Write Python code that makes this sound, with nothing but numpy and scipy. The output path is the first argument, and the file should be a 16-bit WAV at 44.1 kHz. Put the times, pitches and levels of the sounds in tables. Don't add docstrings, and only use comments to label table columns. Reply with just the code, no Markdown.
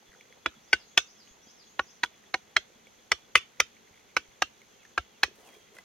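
import sys
import numpy as np
from scipy import signal
from scipy.fft import rfft, irfft, next_fast_len
from scipy.io import wavfile

SR = 44100
rng = np.random.default_rng(int(sys.argv[2]) if len(sys.argv) > 2 else 0)


def level_to_linear(level):
    exponent = np.asarray(level, float) / 20
    return 10 ** exponent


def generate_wav(signal):
    frames = np.transpose(np.atleast_2d(signal))
    scaled = np.clip(frames, -1, 1) * 32767
    pcm = np.round(scaled).astype(np.int16)
    wavfile.write(sys.argv[1], SR, pcm)


N = 257544

# (time [s], peak [dB], rattle [dB], rattle tilt [dB per octave], thump [dB])
KNOCKS = [(0.46, -10.5, -19, -3.5, -37.5), (0.73, -3, -24, 0.7, -44.5), (0.975, -1.5, -22.5, 2.7, -54),
          (1.7934, -11.5, -28, -0.3, -39.5), (2.0334, -9.5, -24.5, 1.6, -53), (2.3409, -10, -27, 0, -49.5),
          (2.565, -5, -24, 0.2, -50), (3.1166, -7.5, -19, 1.14, -41.5), (3.3538, -2, -19.5, 2, -44.5),
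          (3.6005, -6, -19, 2.5, -44), (4.1662, -10.5, -21, 1.9, -45), (4.4208, -8, -20.5, 1.64, -46),
          (4.9774, -10, -24, -1.5, -29.5), (5.2325, -6.5, -19.5, 2.16, -40)]
# (delay [ms], level [dB], delay [ms], level [dB])
BOUNCES = [(1.3, -4.5, 4.2, -12), (2.9, -2.5, 4.6, -10), (1.4, 2.5, 3.3, -2), (2.6, -1.5, 3.7, -10.5),
           (1.4, -3.5, 3.1, 3), (2.1, 1, 5.6, -5), (1.9, 4.5, 3.4, -3.5), (1.7, 5, 2.6, -3),
           (1.7, 0.5, 2.6, -3), (1.6, 3, 2.2, -5.5), (1.233, -3.5, 3.9, -0.5), (0.703, -0.5, 3.6, -4.5),
           (1.4, 0, 3.6, -4), (1.6, -0.5, 3.9, -4.5)]
ECHOES = [-34, -32.5, -34.5, -33.5, -37, -35, -36.5, -38, -34, -38, -35.5, -36.5, -34.5, -35.5]
# (frequency [Hz], level [dB], t60 [s])
FIRST_SLATS = [
    [(343, -11, 0.059), (1386, 10.5, 0.012), (1970, -5, 0.021), (2328, 5, 0.027), (3420, -5, 0.054),
     (1290, -25, 0.033), (780, -12, 0.027)],
    [(353.6, -15, 0.07), (774, -5, 0.011), (1510, -3.5, 0.069), (1700, -2.5, 0.02), (2067, 1, 0.028),
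     (2330, 4.5, 0.02), (2880, -4, 0.018), (3360, -6, 0.018), (4520, -7.5, 0.032), (5319, -12.5, .03),
     (5900, -15.5, 0.034)],
    [(355.8, -19.5, 0.028), (720, -10, 0.028), (1485, -3, 0.032), (1776, -10.5, 0.024), (1840, -2, 0.015),
     (2257, -4.5, 0.024), (2650, 4, 0.02), (3100, -3, 0.031), (3407, -1.5, 0.028), (4830, -13, 0.014),
     (5705, -11, 0.075)],
]
SECOND_SLATS = [
    [(375, -11.5, 0.035), (556, -11, 0.019), (780, -5, 0.052), (1130, -1, 0.083), (1383, 0.5, 0.01),
     (1476, 2.5, 0.027), (1848, -2, 0.027), (2790, 1.5, 0.0074), (3900, -6, 0.0091)],
    [(322, -11.5, 0.012), (783, -7.5, 0.029), (969, -6.5, 0.036), (1460, 1.5, 0.056), (1870, 8, 0.012),
     (2440, -5.5, 0.021), (2770, -2, 0.022), (3400, -4.5, 0.026), (4020, -1.5, 0.013), (4480, -7.5, 0.015)],
    [(341, -13.5, 0.048), (530, -10, 0.043), (771, -6, 0.063), (985, -5, 0.043), (1455, 5.5, 0.021),
     (1874, 2, 0.026), (2197, 4, 0.022), (2740, 7.5, 0.0049), (3920, 2, 0.0085), (4270, 2, 0.024),
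     (5720, -8.5, 0.036)],
    [(638, -19.5, 0.05), (1484, 6.5, 0.007), (2110, 4, 0.024), (3200, -5, 0.044), (4120, -4, 0.013),
     (5800, -13, 0.017)],
]
THIRD_SLATS = [
    [(335, -9.5, 0.0068), (498, -10, 0.024), (1240, 5, 0.032), (1370, -12, 0.04), (1990, 2.5, 0.021),
     (2280, 5, 0.026), (3360, -3.5, 0.026), (5890, -2.5, 0.013)],
    [(339, -24, 0.03), (520, -14, 0.031), (1240, 3, 0.04), (1595, -8, 0.021), (2056, 5.5, 0.037),
     (2506, -0.5, 0.052), (2940, 2, 0.0093), (3430, -10, 0.024), (5940, -14.5, 0.014)],
    [(313, -27, .025), (560, -1.5, 0.02), (1270, 8, 0.038), (1410, -3.5, 0.081), (2014, 9, 0.0262),
     (2354, 4.5, 0.018), (3400, 2.5, 0.017), (5850, 3.5, 0.018)],
]
FOURTH_SLATS = [
    [(339, -19, 0.063), (495, -12, 0.013), (865, -5, 0.0183), (1162, -8, 0.045), (1490, -2, 0.036),
     (2200, 0, 0.018), (2450, 0, 0.014), (4000, -10, .018), (5860, -10.5, 0.015)],
    [(328, -17, 0.078), (743, -3.5, 0.021), (1254, 0, 0.031), (1630, 0.5, 0.021), (1906, 0.5, 0.01),
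     (2400, -4.5, 0.017), (2800, 1, 0.011), (3820, -2.5, 0.0093), (5840, -2, 0.014)],
]
FIFTH_SLATS = [
    [(367, -18, 0.037), (720, -8, 0.033), (1350, 4, 0.04), (1610, -2.5, 0.023), (2372, -4, 0.011),
     (2700, -13, 0.023), (4064, -15.5, 0.019)],
    [(365, -18.5, 0.037), (817, -3.5, 0.021), (910, -5.5, 0.02), (1165, -7, 0.048), (1700, 6.5, 0.019),
     (1933, -1, 0.047), (2220, -9, 0.049), (2510, 3.5, 0.019), (3260, 0, 0.01), (4140, 5, 0.011)],
]
SLATS = FIRST_SLATS + SECOND_SLATS + THIRD_SLATS + FOURTH_SLATS + FIFTH_SLATS
# (frequency [Hz], density [dB per Hz])
RATTLE = [(180, -49.5), (300, -9.5), (762, -12.5), (1430, 3), (1780, -7), (2440, -1.5), (4830, -14),
          (6000, -13.5), (7440, -34.5), (16000, -40)]
# (frequency [Hz], t60 [s])
RATTLE_T60 = [(150, 0.11), (900, 0.025), (2400, 0.02), (6400, 0.025), (14000, 0.027)]
# (frequency [Hz], level over the rattle [dB])
CRACK = [(4500, -18), (8500, 3), (15000, 6)]
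# (frequency [Hz], width [Hz], level [dB])
WALLS = [(1400, 1500, -12), (3200, 1700, 2), (6000, 1400, -3)]
# (frequency [Hz], left minus right [dB])
PORT_BALANCE = [(300, -.3), (1400, 2), (3100, -4), (4100, 2), (5200, -10.5), (7500, -11), (8300, 19),
                (9600, 16), (11500, 10), (13500, -2)]
# (time [s],
# peak [dB], ring [Hz])
TICKS = [(0.1186, -49, 1970), (.131, -51, 1570), (.1394, -48, 1990), (.149, -50, 1500), (0.2096, -40, 2320),
         (0.3252, -43, 2160), (.52, -53, 1330), (.54, -53, 1350), (1.2745, -49, 3000),
         (2.0469, -24.5, 1500), (2.06, -35, 3400), (2.142, -52, 2340), (2.2393, -49, 2000),
         (2.8699, -45.5, 2280), (3.3665, -27, 2650), (3.369, -27, 2550), (3.3723, -24.5, 2700),
         (3.376, -23.5, 2600), (3.379, -26, 2700), (3.383, -29.5, 2607), (3.414, -43, 2800),
         (3.428, -45, 2700), (3.5713, -51.5, 2030), (3.7668, -50.5, 2300), (3.8744, -53, 2110),
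         (3.942, -51.5, 2266), (3.958, -53, 1980), (3.9754, -50.5, 2200), (3.995, -55, 2400),
         (4.008, -55, 2140), (4.095, -56, 2400), (4.114, -56, 2350), (4.255, -58, 2200), (4.316, -55, 2200),
         (4.36, -57, 2350), (4.6169, -46.5, 2226), (4.8314, -52, 2180), (4.8514, -43, 1800),
         (5.49, -51, 2350), (5.533, -51, 2000), (5.5494, -51, 2400), (5.67, -61, 2400), (5.688, -54, 2550)]
# (time [s], peak [dB], ring [Hz])
BUMPS = [(.027, -56, 810), (.09, -59, 45), (.16, -56, 493), (.19, -59, 500), (.255, -60, 506),
         (.28, -58, 477), (.305, -56, 497), (1.309, -58.5, 37), (1.369, -58, 960), (1.471, -52, 255),
         (2.7, -56.5, 526), (2.758, -53.5, 227), (2.87, -55, 530), (3.91, -56, 90), (4.285, -58.5, 40),
         (5.281, -44.5, 385), (5.312, -51, 432), (5.385, -56, 434), (5.43, -56, 716), (5.46, -52, 770),
         (5.566, -51, 427), (5.72, -57, 427), (5.768, -54, 625), (5.787, -51, 1045)]
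# (time [s], peak [dB], ring [Hz])
LOOSE_TAPS = [
    (5.7673, -45, 2014),
    (5.7676, -55, 1470),
    (5.7857, -37, 2020),
]
# (start [s], hold [s], rustle rise [dB], knees rise [dB])
SHIFTS = [
    (5.33, 0.195, 14, 23),
    (5.7, 0.042, 13, 21.5),
]
# (frequency [Hz], width [Hz], level [dB])
HOLLOWS = [(221, 13, -0.35), (440, 120, -8.5), (720, 210, -13.5)]
# (frequency [Hz], width [Hz], level [dB])
CICADAS = [(6460, 800, -1.1), (6260, 1000, -5.5)]
# (time [s], level [dB])
SONG_STARTS = [
    (.385, -4),
    (0.779, 0.5),
    (1.178, 1),
    (1.575, 1),
]
# (offset [s], length [s], from [Hz], to [Hz], level [dB])
WARBLE = [
    (-.004, .058, 5800, 3950, -62),
    (.044, .016, 4000, 3960, -66),
    (0.076, 0.029, 6870, 6067, -63.5),
    (.1, .04, 6200, 6950, -64),
    (0.239, .035, 5558, 6154, -63),
    (0.269, .03, 7064, 6110, -64.5),
    (.29, 0.025, 4706, 5237, -65),
    (0.304, .04, 4928, 6730, -62),
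    (0.346, 0.028, 5890, 6673, -68),
]
# (time [s], length [s], from [Hz], to [Hz], level [dB])
WHISTLES = [(1.456, 0.048, 3310, 3246, -62), (1.719, 0.084, 3100, 3170, -68),
            (4.228, 0.032, 3330, 3200, -61), (4.702, 0.072, 3240, 3100, -64.5),
            (4.781, 0.047, 2830, 2440, -64), (5.094, .045, 3360, 3140, -64), (5.138, .045, 2940, 2600, -64),
            (5.429, 0.068, 3060, 2340, -62.5), (5.47, 0.062, 3290, 3250, -63),
            (5.519, 0.053, 3260, 3250, -56.5), (5.603, 0.05, 3250, 3240, -62.5),
            (5.662, .03, 3240, 3230, -63), (5.75, 0.044, 3265, 3150, -64)]
# (frequency [Hz], density [dB per Hz])
AIR = [(15, -37.5), (25, -8), (114, -4), (223, -3), (301, -5.5), (373, -1.5), (1040, -7), (3430, -10),
       (4740, -13), (6560, -20.5), (7710, -26), (14800, -23.5), (16000, -33)]
# (frequency [Hz], correlation [-1 to 1])
LIKENESS = [(60, -0.092), (130, 0.33), (290, 0.86), (640, -0.56), (1410, -0.26), (3100, 0.78),
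            (6820, -0.31), (15000, 0.4)]

CRACK_T60_S = 0.004
LEGS_DB = -34.5
PAN_DB, PAN_PER_DB = 2.6, 0.39
LAG_MS, LAG_MS_PER_S = 0.047, -0.0032
PORT_LAG_TOP_HZ = 6600
SLIDE_DB, SLIDE_S = 4.5, 0.023
SHIFT_ATTACK_S, SHIFT_RELEASE_S = 0.045, 0.12
HANDS_DB, STILL_RUSTLE_DB, STILL_KNEES_DB = -74.5, -79, -84
RUMBLE_DB, CICADA_DB, AIR_DB = -69, -68.5, -61.5
CRICKET_DB, CRICKET_DB_PER_S = -67.5, -1.2
SONG_FROM_S = 0.6
CUTOFF_HZ = 17000


def rms_one(x):
    return x / np.sqrt(np.mean(x ** 2) + 1e-20)


def at_hz(points, hz):
    table_hz, values = np.array(points).T
    return np.interp(np.log(hz), np.log(table_hz + 1e-9), values)


def add(out, part, s):
    i = round(s * SR)
    out[:, i:i + part.shape[-1]] += part[..., :N - i]


def drift(rate):
    r = np.exp(-80 * np.pi * rate / SR)
    white = rng.standard_normal(N // 40 + 2002)
    slow = signal.lfilter([1], [1, -2 * r, r * r], white)[2000:]
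    return np.interp(np.arange(N) / 40, np.arange(len(slow)), rms_one(slow))


def resonate(x, peaks):
    out = 0
    for hz, width_hz, db in peaks:
        r = np.exp(-np.pi * width_hz / SR)
        poles = [1, -2 * r * np.cos(2 * np.pi * hz / SR), r * r]
        out = out + level_to_linear(db) * signal.lfilter([1, 0, -1], poles, x) * (1 - r * r) / 2
    return out


def bands(white, low_hz):
    edges = low_hz * 2 ** np.arange(0, np.log2(19000 / low_hz), 1 / 3)
    for k, (low, high) in enumerate(zip(edges, edges[1:])):
        band = signal.butter(2, [low, high], "band", fs=SR, output="sos")
        mid, side = signal.sosfilt(band, white[k % 2])
        yield np.sqrt(low * high), mid, side


def ports(mono, pan_db, lag_ms):
    length = mono.shape[-1]
    size = next_fast_len(length + 256)
    hz = np.arange(size // 2 + 1) * SR / size + 1
    phase = np.pi * np.minimum(hz, PORT_LAG_TOP_HZ) * lag_ms / 1000
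    half = level_to_linear((at_hz(PORT_BALANCE, hz) + pan_db) / 2) * np.exp(1j * phase)
    padded = np.pad(np.atleast_2d(mono), [(0, 0), (64, 0)])
    return irfft(rfft(padded, size) * [half, 1 / half], size)[:, 64:64 + length]


def knocks():
    out, t = np.zeros((2, N)), np.arange(round(0.2 * SR)) / SR
    lead = round(0.005 * SR)
    before = (np.arange(lead + 1) - lead) / SR
    blows = zip(KNOCKS, BOUNCES, ECHOES, SLATS, rattles(t))
    for (s, db, rattle_db, _, thump_db), bounce, echo_db, modes, (shared, apart) in blows:
        pan_db, lag_ms = PAN_DB + PAN_PER_DB * db, LAG_MS + LAG_MS_PER_S * s
        first_ms, first_db, second_ms, second_db = bounce
        contact = level_to_linear(-34) * rng.standard_normal(lead + 1) * np.exp(before / 0.002)
        contact[lead] = 1

        ring = rung(modes, t)
        ring = ring - level_to_linear(first_db) * rung(modes, t - first_ms / 1000)
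        ring = ring + level_to_linear(second_db) * rung(modes, t - second_ms / 1000)
        ring = signal.fftconvolve(ring, contact)[:len(t)]
        ring = signal.sosfilt(signal.butter(2, 170, "high", fs=SR, output="sos"), ring)
        ring = level_to_linear(db) * ring / np.abs(ring).max()

        first_again = level_to_linear(first_db) * np.roll(shared, round(first_ms * SR / 1000))
        second_again = level_to_linear(second_db) * np.roll(shared, round(second_ms * SR / 1000))
        chatter = shared + first_again + second_again
        rattle = level_to_linear(db + rattle_db + 21.5) * np.roll(chatter, lead)
        add(out, ports(ring + rattle, pan_db, lag_ms), s - lead / SR)
        add(out, level_to_linear(db + rattle_db + 23.0) * ports(apart, pan_db, lag_ms) * [[1], [-1]], s)

        answered = rattle + level_to_linear(-16) * ring
        echo = signal.fftconvolve(walls(t), answered[None], axes=1)
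        add(out, level_to_linear(echo_db) * ports(echo, 0, 0), s - lead / SR)

        legs = rung([(125.2, LEGS_DB, 0.086)], t)
        late = t - 0.023
        push = np.exp(-(late / 0.0105) ** 2) * np.cos(2 * np.pi * 68 * late)
        thump = level_to_linear(thump_db) * (push + resonate(push, [(59.7, 13, -13.0)]))
        add(out, level_to_linear(db) * (legs + thump), s)
    return out


def rung(modes, t):
    t = np.maximum(t, 0)
    free = 0
    for k, (hz, db, t60) in enumerate(modes):
        decay = level_to_linear(db - 60 * t / np.clip(t60, 0.004, 0.044))
        free = free + decay * np.sin(2 * np.pi * hz * t) * (-1) ** k
    return free * (1 - np.exp(-t / 0.0003))


def rattles(t):
    tilt_db, out = np.array(KNOCKS)[:, -2:-1], 0
    for hz, mid, side in bands(rng.standard_normal((2, 2, len(KNOCKS), len(t))), 199.1):
        decay_db = -60 * t / at_hz(RATTLE_T60, hz)
        level = level_to_linear(at_hz(RATTLE, hz) + tilt_db * np.log2(hz / 2000) + decay_db)
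        level = level * (1 + level_to_linear(at_hz(CRACK, hz) - 60 * t / CRACK_T60_S))
        out = out + level * np.array([mid, 0.39 * side])
    return out.transpose(1, 0, 2) * (1 - np.exp(-t / 0.00038))


def walls(t):
    scatter = rng.standard_normal((2, len(t))) * level_to_linear(4.7 * rng.standard_normal((2, len(t))))
    hut, slope = level_to_linear(-60 * t / 0.066), level_to_linear(-11.5 - 60 * t / 0.22)
    return resonate(scatter * (hut + slope) * (t > 0.006), WALLS)


def touches(rows, spread, t60, scuff_db):
    out, t = np.zeros((2, N)), np.arange(round(0.08 * SR)) / SR
    for (s, db, hz), near in zip(rows, rng.standard_normal((len(rows), 443))):
        below_hz = hz * (1 - spread + 0.06 * near[0])
        above_hz = hz * (1 + spread + 0.047 * near[1])
        ring = rung([(hz, 0, t60), (below_hz, -4, t60 * 0.48), (above_hz, -4, t60 * 0.28)], t)
        scuff = near[3:] * np.exp(-t[:440] / 0.0018)
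        ring[:440] += level_to_linear(scuff_db) * resonate(scuff, [(3500, 2900, 0.004)])
        add(out, ports(level_to_linear(db) * ring / np.abs(ring).max(), 0.82 * near[2], 0.037), s)
    return out


def hands(level_db):
    grains = (rng.standard_normal(N) + 0.6 * rng.standard_normal((2, N))) * level_to_linear(3.0 * drift(45))
    return level_to_linear(level_db) * rms_one(resonate(grains, [(1500, 410, -6), (2025, 190, 2.5)]))


def sliding(t):
    return SLIDE_DB * np.max([np.exp(-((t - s) / SLIDE_S) ** 2) for s, *_ in TICKS], axis=0)


def rustle(level_db):
    grains = rng.standard_normal((2, N)) * level_to_linear(3.6 * drift(90))
    bright = signal.butter(1, [2500, 13000], "band", fs=SR, output="sos")
    return level_to_linear(level_db) * rms_one(signal.sosfilt(bright, grains))


def knees(level_db):
    drag = (rng.standard_normal(N) + 0.5 * rng.standard_normal((2, N))) * level_to_linear(2.8 * drift(30))
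    return level_to_linear(level_db) * rms_one(resonate(drag, [(470, 380, 0)]))


def shifting(t):
    rise_db = 0
    for s, hold, rustle_db, knees_db in SHIFTS:
        corners = np.cumsum([0, SHIFT_ATTACK_S, hold, SHIFT_RELEASE_S])
        rise_db = rise_db + np.interp(t - s, corners, [0, 1, 1, 0]) * np.array([[rustle_db], [knees_db]])
    return rise_db


def cricket(level_db):
    t = np.arange(N) / SR
    chirp = np.clip(1.6 * np.cos(2 * np.pi * (t - 0.082) / 0.1215) + 0.1, 0, 1)
    chirp = chirp + 0.3 * np.clip(t / 2.5, 0.3, 1)
    strokes = np.clip(np.sin(2 * np.pi * 172 * t) + 0.3, 0, 1)
    wing = rng.standard_normal(N) + 0.3 * rng.standard_normal((2, N))
    song = resonate(resonate(wing * chirp * strokes, [(3400, 390, 0)]), [(3373, 120, 0)])
    return level_to_linear(level_db - 3.0) * rms_one(song)


def cicadas(level_db):
    buzz = 1 + 0.25 * np.sin(2 * np.pi * np.cumsum(71 + 3 * drift(1.2)) / SR)
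    chorus = resonate(resonate(rng.standard_normal((2, N)) * buzz, CICADAS), [(6186, 1000, 0)])
    return level_to_linear(level_db + 0.95 * drift(7)) * rms_one(chorus) * level_to_linear(np.array([[-1.5], [1.5]]))


def birds(wet_db):
    out, t = np.zeros((2, N)), np.arange(round(0.25 * SR)) / SR
    trees = rng.standard_normal((2, len(t))) * level_to_linear(wet_db - 60 * t / 0.35)
    trees[:, 0] = level_to_linear(np.array([-5.5, -1.5]))
    open_air = trees * np.where(t > 0, level_to_linear(-11), level_to_linear(0.5))

    sung = []
    for s, verse_db in SONG_STARTS:
        for offset, long, from_hz, to_hz, db in WARBLE:
            if s + offset > SONG_FROM_S:
                sung.append((s + offset, long, from_hz, to_hz, db + verse_db))

    for notes, path in [(sung, trees), (WHISTLES, open_air)]:
        for s, long, from_hz, to_hz, db in notes:
            size = round(long * SR)
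            glide = np.sin(2 * np.pi * np.cumsum(np.linspace(from_hz, to_hz, size)) / SR)
            note = glide * np.hanning(size) ** 0.21
            add(out, level_to_linear(db) * signal.fftconvolve(path, note[None], axes=1), s)
    return out


def rumble(level_db, lumpy_db):
    shared, own = rng.standard_normal(N), rng.standard_normal((2, N))
    lumps = sum(level_to_linear(lumpy_db * drift(19)) * resonate(shared + 0.53 * own, [peak]) for peak in HOLLOWS)
    return level_to_linear(level_db) * rms_one(lumps)


def air(patchy_db):
    out = 0
    for hz, mid, side in bands(rng.standard_normal((2, 2, N)), 22.1):
        alike = np.clip(at_hz(LIKENESS, hz), -1, 1)
        stereo = np.sqrt(1 + alike) * mid + np.sqrt(1 - alike) * side * [[1], [-1]]
        out = out + level_to_linear(at_hz(AIR, hz) + patchy_db * drift(9)) * stereo
    return level_to_linear(AIR_DB) * rms_one(out)


def scene():
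    t = np.arange(N) / SR
    rustle_db, knees_db = shifting(t)
    taps = touches(TICKS, spread=0.13, t60=0.014, scuff_db=-10.5)
    taps = taps + touches(BUMPS, spread=0.17, t60=0.054, scuff_db=-40)
    taps = taps + touches(LOOSE_TAPS, spread=0.24, t60=0.046, scuff_db=1)
    near = knocks() + taps + hands(HANDS_DB + sliding(t))
    near = near + rustle(STILL_RUSTLE_DB + rustle_db) + knees(STILL_KNEES_DB + knees_db)
    far = cricket(CRICKET_DB + CRICKET_DB_PER_S * t) + cicadas(CICADA_DB) + birds(wet_db=-25.5)
    return near + far + rumble(RUMBLE_DB, lumpy_db=4.0) + air(patchy_db=0.0)


def low_pass(x):
    return signal.sosfilt(signal.butter(12, 16650, fs=SR, output="sos"), x)


def record(dry):
    rounded = dry / (1 + (np.abs(dry) / 0.95) ** 4) ** (1 / 4)
    mix = signal.sosfilt(signal.cheby2(12, 60, CUTOFF_HZ, fs=SR, output="sos"), rounded)
    return low_pass(mix)


dry = scene()
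out = record(dry)
generate_wav(out)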